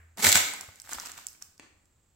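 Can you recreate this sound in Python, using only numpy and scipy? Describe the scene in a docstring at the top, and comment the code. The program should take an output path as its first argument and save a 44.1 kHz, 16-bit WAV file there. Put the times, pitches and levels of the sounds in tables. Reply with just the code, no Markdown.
"""A bare, echoing room with a tiled floor. A sandalled foot stamps on a packet of crackers.
The bag crumples and the crackers snap and crumble as the sole thumps down; the room rings.
The foot lifts: crumbs shift, the bag pops dully, the sandal knocks once, and the wrapper crinkles and
springs back in single ticks. Then the sandal is set down lightly. Faint rumble and hiss lie underneath."""
import sys
import numpy as np
from scipy import signal
from scipy.fft import rfft, irfft
from scipy.io import wavfile

SR = 44100
rng = np.random.default_rng(int(sys.argv[2]) if len(sys.argv) > 2 else 0)


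def master(y):
    """Save y as 16-bit WAV."""
    cut = np.clip(np.atleast_2d(y).T, -1, 1)
    pcm = np.round(cut * 32767)  # scale
    wavfile.write(sys.argv[1], SR, pcm.astype(np.int16))


N = 94815
T = np.arange(N) / SR
LANDING_S = 0.344

# wrapper creases flipping over, plus one bright cracker snap at 0.29 s: start_s, level_db, ring_hz
BRIGHT_TICKS = [(0.1729, -24.5, 4200), (0.2903, 1.5, 7500), (0.5368, -15.5, 9100), (0.6102, -15, 7440),
                (0.7582, -31.5, 7600), (0.8, -21, 4300), (.8182, -24, 8040), (.8930, -23, 7600),
                (0.911, -23, 7400), (0.9325, -9.5, 6760), (.9988, -13.5, 6000), (1.0588, -18.5, 5670),
                (1.1178, -20.5, 7500), (1.2679, -12.5, 7420), (1.2857, -23, 5600), (1.3305, -33.5, 8500),
                (1.4240, -16, 5980), (1.5794, -37, 4600), (1.8563, -46.5, 2170)]


def undb(db):
    """Decibels to gain."""
    return 10 ** (np.asarray(db) / 20)


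def curve(rows):
    """Gain over time from (time_s, level_db) points."""
    return undb(np.interp(T, *np.array(rows).T, left=-120, right=-120))


def on_log(hz, points):
    """Interpolate (freq_hz, value) points on a log-frequency axis."""
    freq_hz, values = np.array(points).T
    return np.interp(np.log(hz + 1), np.log(freq_hz), values)


def unit(x):
    """Scale each channel to unit energy."""
    return x / np.sqrt(np.sum(x ** 2, axis=-1, keepdims=True))


def colour(x, points, size=4096):
    """Minimum-phase filter of unit energy through (freq_hz, gain_db) points."""
    gain = undb(on_log(np.fft.rfftfreq(size, 1 / SR), points))
    cepstrum = irfft(np.log(gain))
    cepstrum[1:size // 2] *= 2
    cepstrum[size // 2 + 1:] = 0
    impulse = unit(irfft(np.exp(rfft(cepstrum))))
    return signal.fftconvolve(x, impulse[None], axes=-1)[:, :x.shape[-1]]


def highpass(x, hz, order=2):
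    """Butterworth low cut."""
    return signal.sosfilt(signal.butter(order, hz, "high", fs=SR, output="sos"), x)


def resonate(x, hz, width_hz):
    """One resonance, gain 1 at its centre."""
    return signal.lfilter(*signal.iirpeak(hz, hz / width_hz, fs=SR), x)


def stereo_noise(coherence, size):
    """Left and right noise with a common share."""
    noise = rng.standard_normal((3, size))
    return np.sqrt(coherence) * noise[0] + np.sqrt(1 - coherence) * noise[1:]


def pan(x, left_db):
    """Raise left over right by left_db."""
    return x * undb(np.array([[left_db], [-left_db]]) / 2)


def add(out, start_s, sound):
    """Mix a sound in at start_s."""
    i = int(start_s * SR)
    out[:, i:i + sound.shape[-1]] += sound[:, :N - i]


def crack(decay_ms, coherence, edge, size=3000):
    """A sharp release, then a quickly dying noise burst."""
    burst = unit(stereo_noise(coherence, size) * np.exp(-T[:size] * 1000 / decay_ms))
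    burst[:, 0] += edge
    return unit(burst)


def grains(per_s, spread_db, decay_ms, coherence):
    """Tiny fractures of random time and size, in clumps; unit rms."""
    clumps_per_s, clump_db, kinds = 130, 5, 24
    out = np.zeros((2, N))
    chance, strength = rng.random(N), rng.standard_normal(N)
    clumps = np.interp(T * clumps_per_s, np.arange(N), rng.uniform(-0.45, 1, N))
    hits = (chance < per_s / SR) * undb(spread_db * np.minimum(strength, 2) + clump_db * clumps)
    kind = rng.integers(0, kinds, N)
    for k in range(kinds):
        grain = crack(decay_ms, coherence, edge=0.31, size=256)
        out += signal.oaconvolve((hits * (kind == k))[None], grain, axes=-1)[:, :N]
    return out / out.std()


def ringing_clicks(rows, tone, width_hz, ring_db, decay_ms, left_db):
    """Direct clicks, each ringing at its own pitch, and plain ones for the room."""
    direct, spread = np.zeros((2, 2, N))
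    for start_s, level_db, ring_hz in rows:
        click = colour(crack(decay_ms, coherence=0.4, edge=0.68), tone)
        ring = undb(ring_db) * resonate(click, ring_hz, width_hz)
        add(direct, start_s, undb(level_db) * unit(click + ring))
        add(spread, start_s, undb(level_db) * np.ones((2, 1)))
    return pan(direct, left_db), colour(spread, tone)


def background():
    """Quiet rumble and hiss; a faint ring and hum die away at the start."""
    # air and ring spectra: freq_hz, gain_db
    air_tone = [(45, -15), (80, -6), (130, -17), (400, -26.5), (800, -29.5), (5800, -40), (7500, -31),
                (10000, -48.5), (15500, -41)]
    ring_tone = [(950, -15), (1500, -4.5), (2300, -7.5), (3800, -31)]
    # hum envelope: time_s, level_db
    hum_levels = [(0, -52.5), (.16, -58)]
    air_db, ring_db, fade_db_per_s, hum_hz = -68.5, -61, 100, 82
    air = undb(air_db) * colour(stereo_noise(0.471, N), air_tone)
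    ring = undb(ring_db - fade_db_per_s * T) * colour(stereo_noise(0.18, N), ring_tone)
    hum = curve(hum_levels) * np.sin(2 * np.pi * hum_hz * T)
    return air + ring + hum


def bag_squash():
    """The air-filled bag crumples under the sole with a low, papery rumble."""
    # bag flattening: time_s, level_db
    levels = [(.166, -58.5), (.194, -37), (.216, -47), (.244, -26.5), (.300, -41), (.325, -65.5)]
    # bag spectrum: freq_hz, gain_db
    tone = [(35, -27), (90, -14.5), (230, 0.5), (480, -11), (950, -7), (4000, -31)]
    crumple = grains(per_s=1500, spread_db=2.6, decay_ms=0.79, coherence=0.81)
    return colour(crumple * curve(levels), tone)


def crackers():
    """Big snaps over dense crumbling that follows the foot's weight; all ring with one hollow note."""
    # crumbling under the sole: time_s, level_db
    crush = [(.168, -86), (.176, -45), (.194, -36), (.220, -38.5), (.230, -27.5), (.252, -20.5),
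             (.278, -20), (.305, -27.5), (.338, -37.5), (.351, -21.5), (.372, -23), (.395, -30),
             (.45, -49.5), (.85, -68)]
    # crackers breaking: start_s, level_db, decay_ms
    snaps = [(.2432, 4, 1.8), (.2490, 2, 2.2), (.2592, 2, .9), (.2682, 8, 1.8), (.3184, 6, 1.0),
             (.3263, 8.5, 1.0), (.3287, 2, 1.0), (.3556, 10, 1.6), (.3665, 2, 2.5), (.3735, 0, 2.2)]
    # cracker spectrum: freq_hz, gain_db
    tone = [(100, -37.5), (400, -12.5), (850, -7), (1150, -11.5), (1550, -4.5), (2200, -3), (2900, -8.5),
            (4200, -5), (5200, -9), (7500, -5.5), (9900, -15), (11800, -9), (15500, -14.5)]
    out = grains(per_s=4500, spread_db=6.5, decay_ms=0.53, coherence=0.36) * curve(crush)
    for start_s, level_db, decay_ms in snaps:
        snap = crack(decay_ms, coherence=0.47, edge=0.39)
        cutoff_hz = 1900 / decay_ms ** 2  # briefer snaps are thinner
        add(out, start_s, undb(level_db) * highpass(snap, cutoff_hz))
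    ring = undb(-2) * resonate(out, hz=2190, width_hz=220)
    return pan(colour(out + ring, tone), left_db=0.97)


def wrapper_ticks():
    """Single creases of film flip over with bright ticks; one bright cracker snap at 0.29 s is played the same
    way."""
    # tick spectrum: freq_hz, gain_db
    tone = [(900, -20), (2200, -11), (3700, -13), (5300, 2), (8000, -2), (9800, -3.5), (15500, -9)]
    return ringing_clicks(BRIGHT_TICKS, tone, width_hz=1000, ring_db=10, decay_ms=1.0, left_db=-1.5)


def sole_thumps():
    """Low thuds of the sole that swell and die in a few cycles."""
    # sole meeting the floor: start_s, peak_db, pitch_hz, half_rise_ms
    thumps = [(0.253, -31, 94.4, 11.4), (0.347, -35.5, 89, 7.5), (0.343, -34, 183.3, 6.3),
              (.347, -35, 279.8, 4.6), (0.682, -45, 86.4, 3.7), (0.955, -50, 63, 7.8)]
    out = np.zeros((2, N))
    for start_s, peak_db, pitch_hz, half_rise_ms in thumps:
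        age = T * 1000 / (2 * half_rise_ms)
        envelope = undb(peak_db) * (age * np.exp(1 - age)) ** 3
        add(out, start_s, (envelope * np.sin(2 * np.pi * pitch_hz * T))[None])
    return out


def standing_waves():
    """The full weight landing leaves low standing waves and a beating cluster of high room notes."""
    # room modes: pitch_hz, level_db
    modes = [(86, -45), (291, -42), (2110, -37), (2162, -32), (2250, -38)]
    rise_s, t60_s = 0.012, 0.55
    age_s = np.maximum(T - LANDING_S, 0)
    envelope = (1 - np.exp(-age_s / rise_s)) * undb(-60 * age_s / t60_s)
    phases = rng.uniform(0, np.pi / 2, (len(modes), 2, 1))
    return envelope * sum(undb(level_db) * np.sin(2 * np.pi * pitch_hz * age_s + phase)
                          for (pitch_hz, level_db), phase in zip(modes, phases))


def sandal_steps():
    """The soft plastic sandal pats and scuffs the tiles."""
    # pats and scuffs: start_s, level_db, decay_ms
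    steps = [(.3470, -3, 15), (1.3480, -35, 3.1), (1.5966, -21.5, 1.01), (1.6200, -29.5, 17.3)]
    # sandal spectrum: freq_hz, gain_db
    tone = [(60, -10), (150, -3.5), (300, 3), (450, -6), (900, -5.5), (2100, 0.5), (2800, -5), (4000, -8.5),
            (7300, -11), (15500, -34.5)]
    out = np.zeros((2, N))
    for start_s, level_db, decay_ms in steps:
        age = T[:SR // 4] * 1000 / decay_ms
        scuff = stereo_noise(0.45, len(age)) * np.sqrt(age) * np.exp(-age)
        add(out, start_s, undb(level_db) * unit(scuff))
    return colour(out, tone)


def pops_and_knock():
    """Dull pops of the bag, and one low knock of the sandal, as the weight shifts."""
    # bag pops and the sandal knock (450 Hz): start_s, level_db, ring_hz
    hits = [(.5362, -18, 1050), (.6068, -24, 780), (.6314, -27, 1400), (.6885, -27, 450), (.874, -26, 1700),
            (.8925, -21, 1400), (.9248, -13, 1480), (.9843, -13.5, 1150), (1.0345, -22, 900),
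            (1.1875, -23, 1040)]
    # their spectrum: freq_hz, gain_db
    tone = [(80, -18), (400, -9), (900, 3), (1800, -3.5), (3000, -18.5), (15500, -22.5)]
    return ringing_clicks(hits, tone, width_hz=400, ring_db=7, decay_ms=3.4, left_db=1.0)


def film_settling():
    """After the landing, each tick leaves the film crackling briefly, thin and airy."""
    gain_db, fade_s = -37, 0.035
    envelope = sum(undb(level_db) * (T > start_s) * np.exp(-np.abs(T - start_s) / fade_s)
                   for start_s, level_db, _ in BRIGHT_TICKS if start_s > LANDING_S)
    crackle = grains(per_s=910, spread_db=1, decay_ms=0.45, coherence=0.36)
    return undb(gain_db) * envelope * highpass(crackle, hz=10500)


def wrapper_crinkle():
    """Many small creases let go as the foot lifts."""
    # wrapper unfolding: time_s, level_db
    levels = [(.84, -60), (.90, -48.5), (.93, -38.5), (.965, -50), (1.08, -44.5), (1.14, -57),
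              (1.18, -47.5), (1.245, -59.5), (1.38, -100), (1.422, -48.5), (1.44, -83)]
    # film spectrum: freq_hz, gain_db
    tone = [(80, -13), (250, -1), (500, -7), (1000, 0.5), (1500, 2.5), (3000, -2), (5600, -1.5), (7500, -2),
            (9800, -11), (12000, -5.5), (15500, -11.5)]
    creases = grains(per_s=910, spread_db=1, decay_ms=0.63, coherence=0.18)
    return pan(colour(creases * curve(levels), tone), left_db=-0.35)


def room(x):
    """Hard walls return a dense tail whose bass lasts longest."""
    # room decay: freq_hz, t60_s
    decay = [(80, 2.35), (250, 0.77), (2200, 0.6167), (7500, 0.4754), (15000, 0.55)]
    # tail spectrum: freq_hz, gain_db
    tone = [(60, -20.5), (300, -1.5), (1800, -0.5), (2150, 0), (2700, 1.5), (7500, 0.5), (10000, -4.5),
            (15500, -3)]
    gap_s, crossfeed = 0.00092, 0.091
    freq_hz = np.fft.rfftfreq(N, 1 / SR)
    spectrum = rfft(stereo_noise(0.1, N))
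    edges_hz = np.r_[0, np.geomspace(110, SR / 2, 15)]
    tail = np.zeros((2, N))
    for low_hz, high_hz in zip(edges_hz, edges_hz[1:]):
        band = irfft(spectrum * ((freq_hz >= low_hz) & (freq_hz < high_hz)), N)
        t60_s = on_log((low_hz + high_hz) / 2, decay)
        tail += band * undb(-60 * T / t60_s)
    onset = np.clip(T / gap_s - 1, 0, 1)
    tail = unit(colour(tail * onset, tone))
    return signal.fftconvolve(x + crossfeed * x[::-1], tail, axes=-1)[:, :N] / 1.258


def scene():
    """Packet and sandal, direct and by way of the room, over the background."""
    ticks, ticks_spread = wrapper_ticks()
    dull_hits, dull_spread = pops_and_knock()
    # sound, send_db
    sources = [(crackers(), -3), (bag_squash(), -10), (wrapper_crinkle() + film_settling(), -3.5),
               (sandal_steps(), -0.5), (sole_thumps(), -9)]
    room_only = [(ticks_spread, -7.5), (dull_spread, -10)]
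    direct = ticks + dull_hits + sum(sound for sound, _ in sources)
    sent = sum(undb(send_db) * sound for sound, send_db in sources + room_only)
    return direct + room(sent) + standing_waves() + background()


def record(dry):
    """Two close mic ports share the bass and ring in the treble; peaks round off, the top is cut."""
    ring_left_db, ring_right_db, ceiling, top_hz = -9.5, 4.5, 0.75, 15800
    side = highpass((dry[0] - dry[1]) / 2, hz=260, order=1)
    ports = dry.mean(axis=0) + np.array([side, -side])
    ring = undb([[ring_left_db], [ring_right_db]]) * resonate(ports, hz=7760, width_hz=1000)
    rounded = ceiling * np.tanh((ports + ring) / ceiling)
    return signal.sosfilt(signal.ellip(12, 0.1, 90, top_hz, fs=SR, output="sos"), rounded)


dry = scene()
out = record(dry)
master(out)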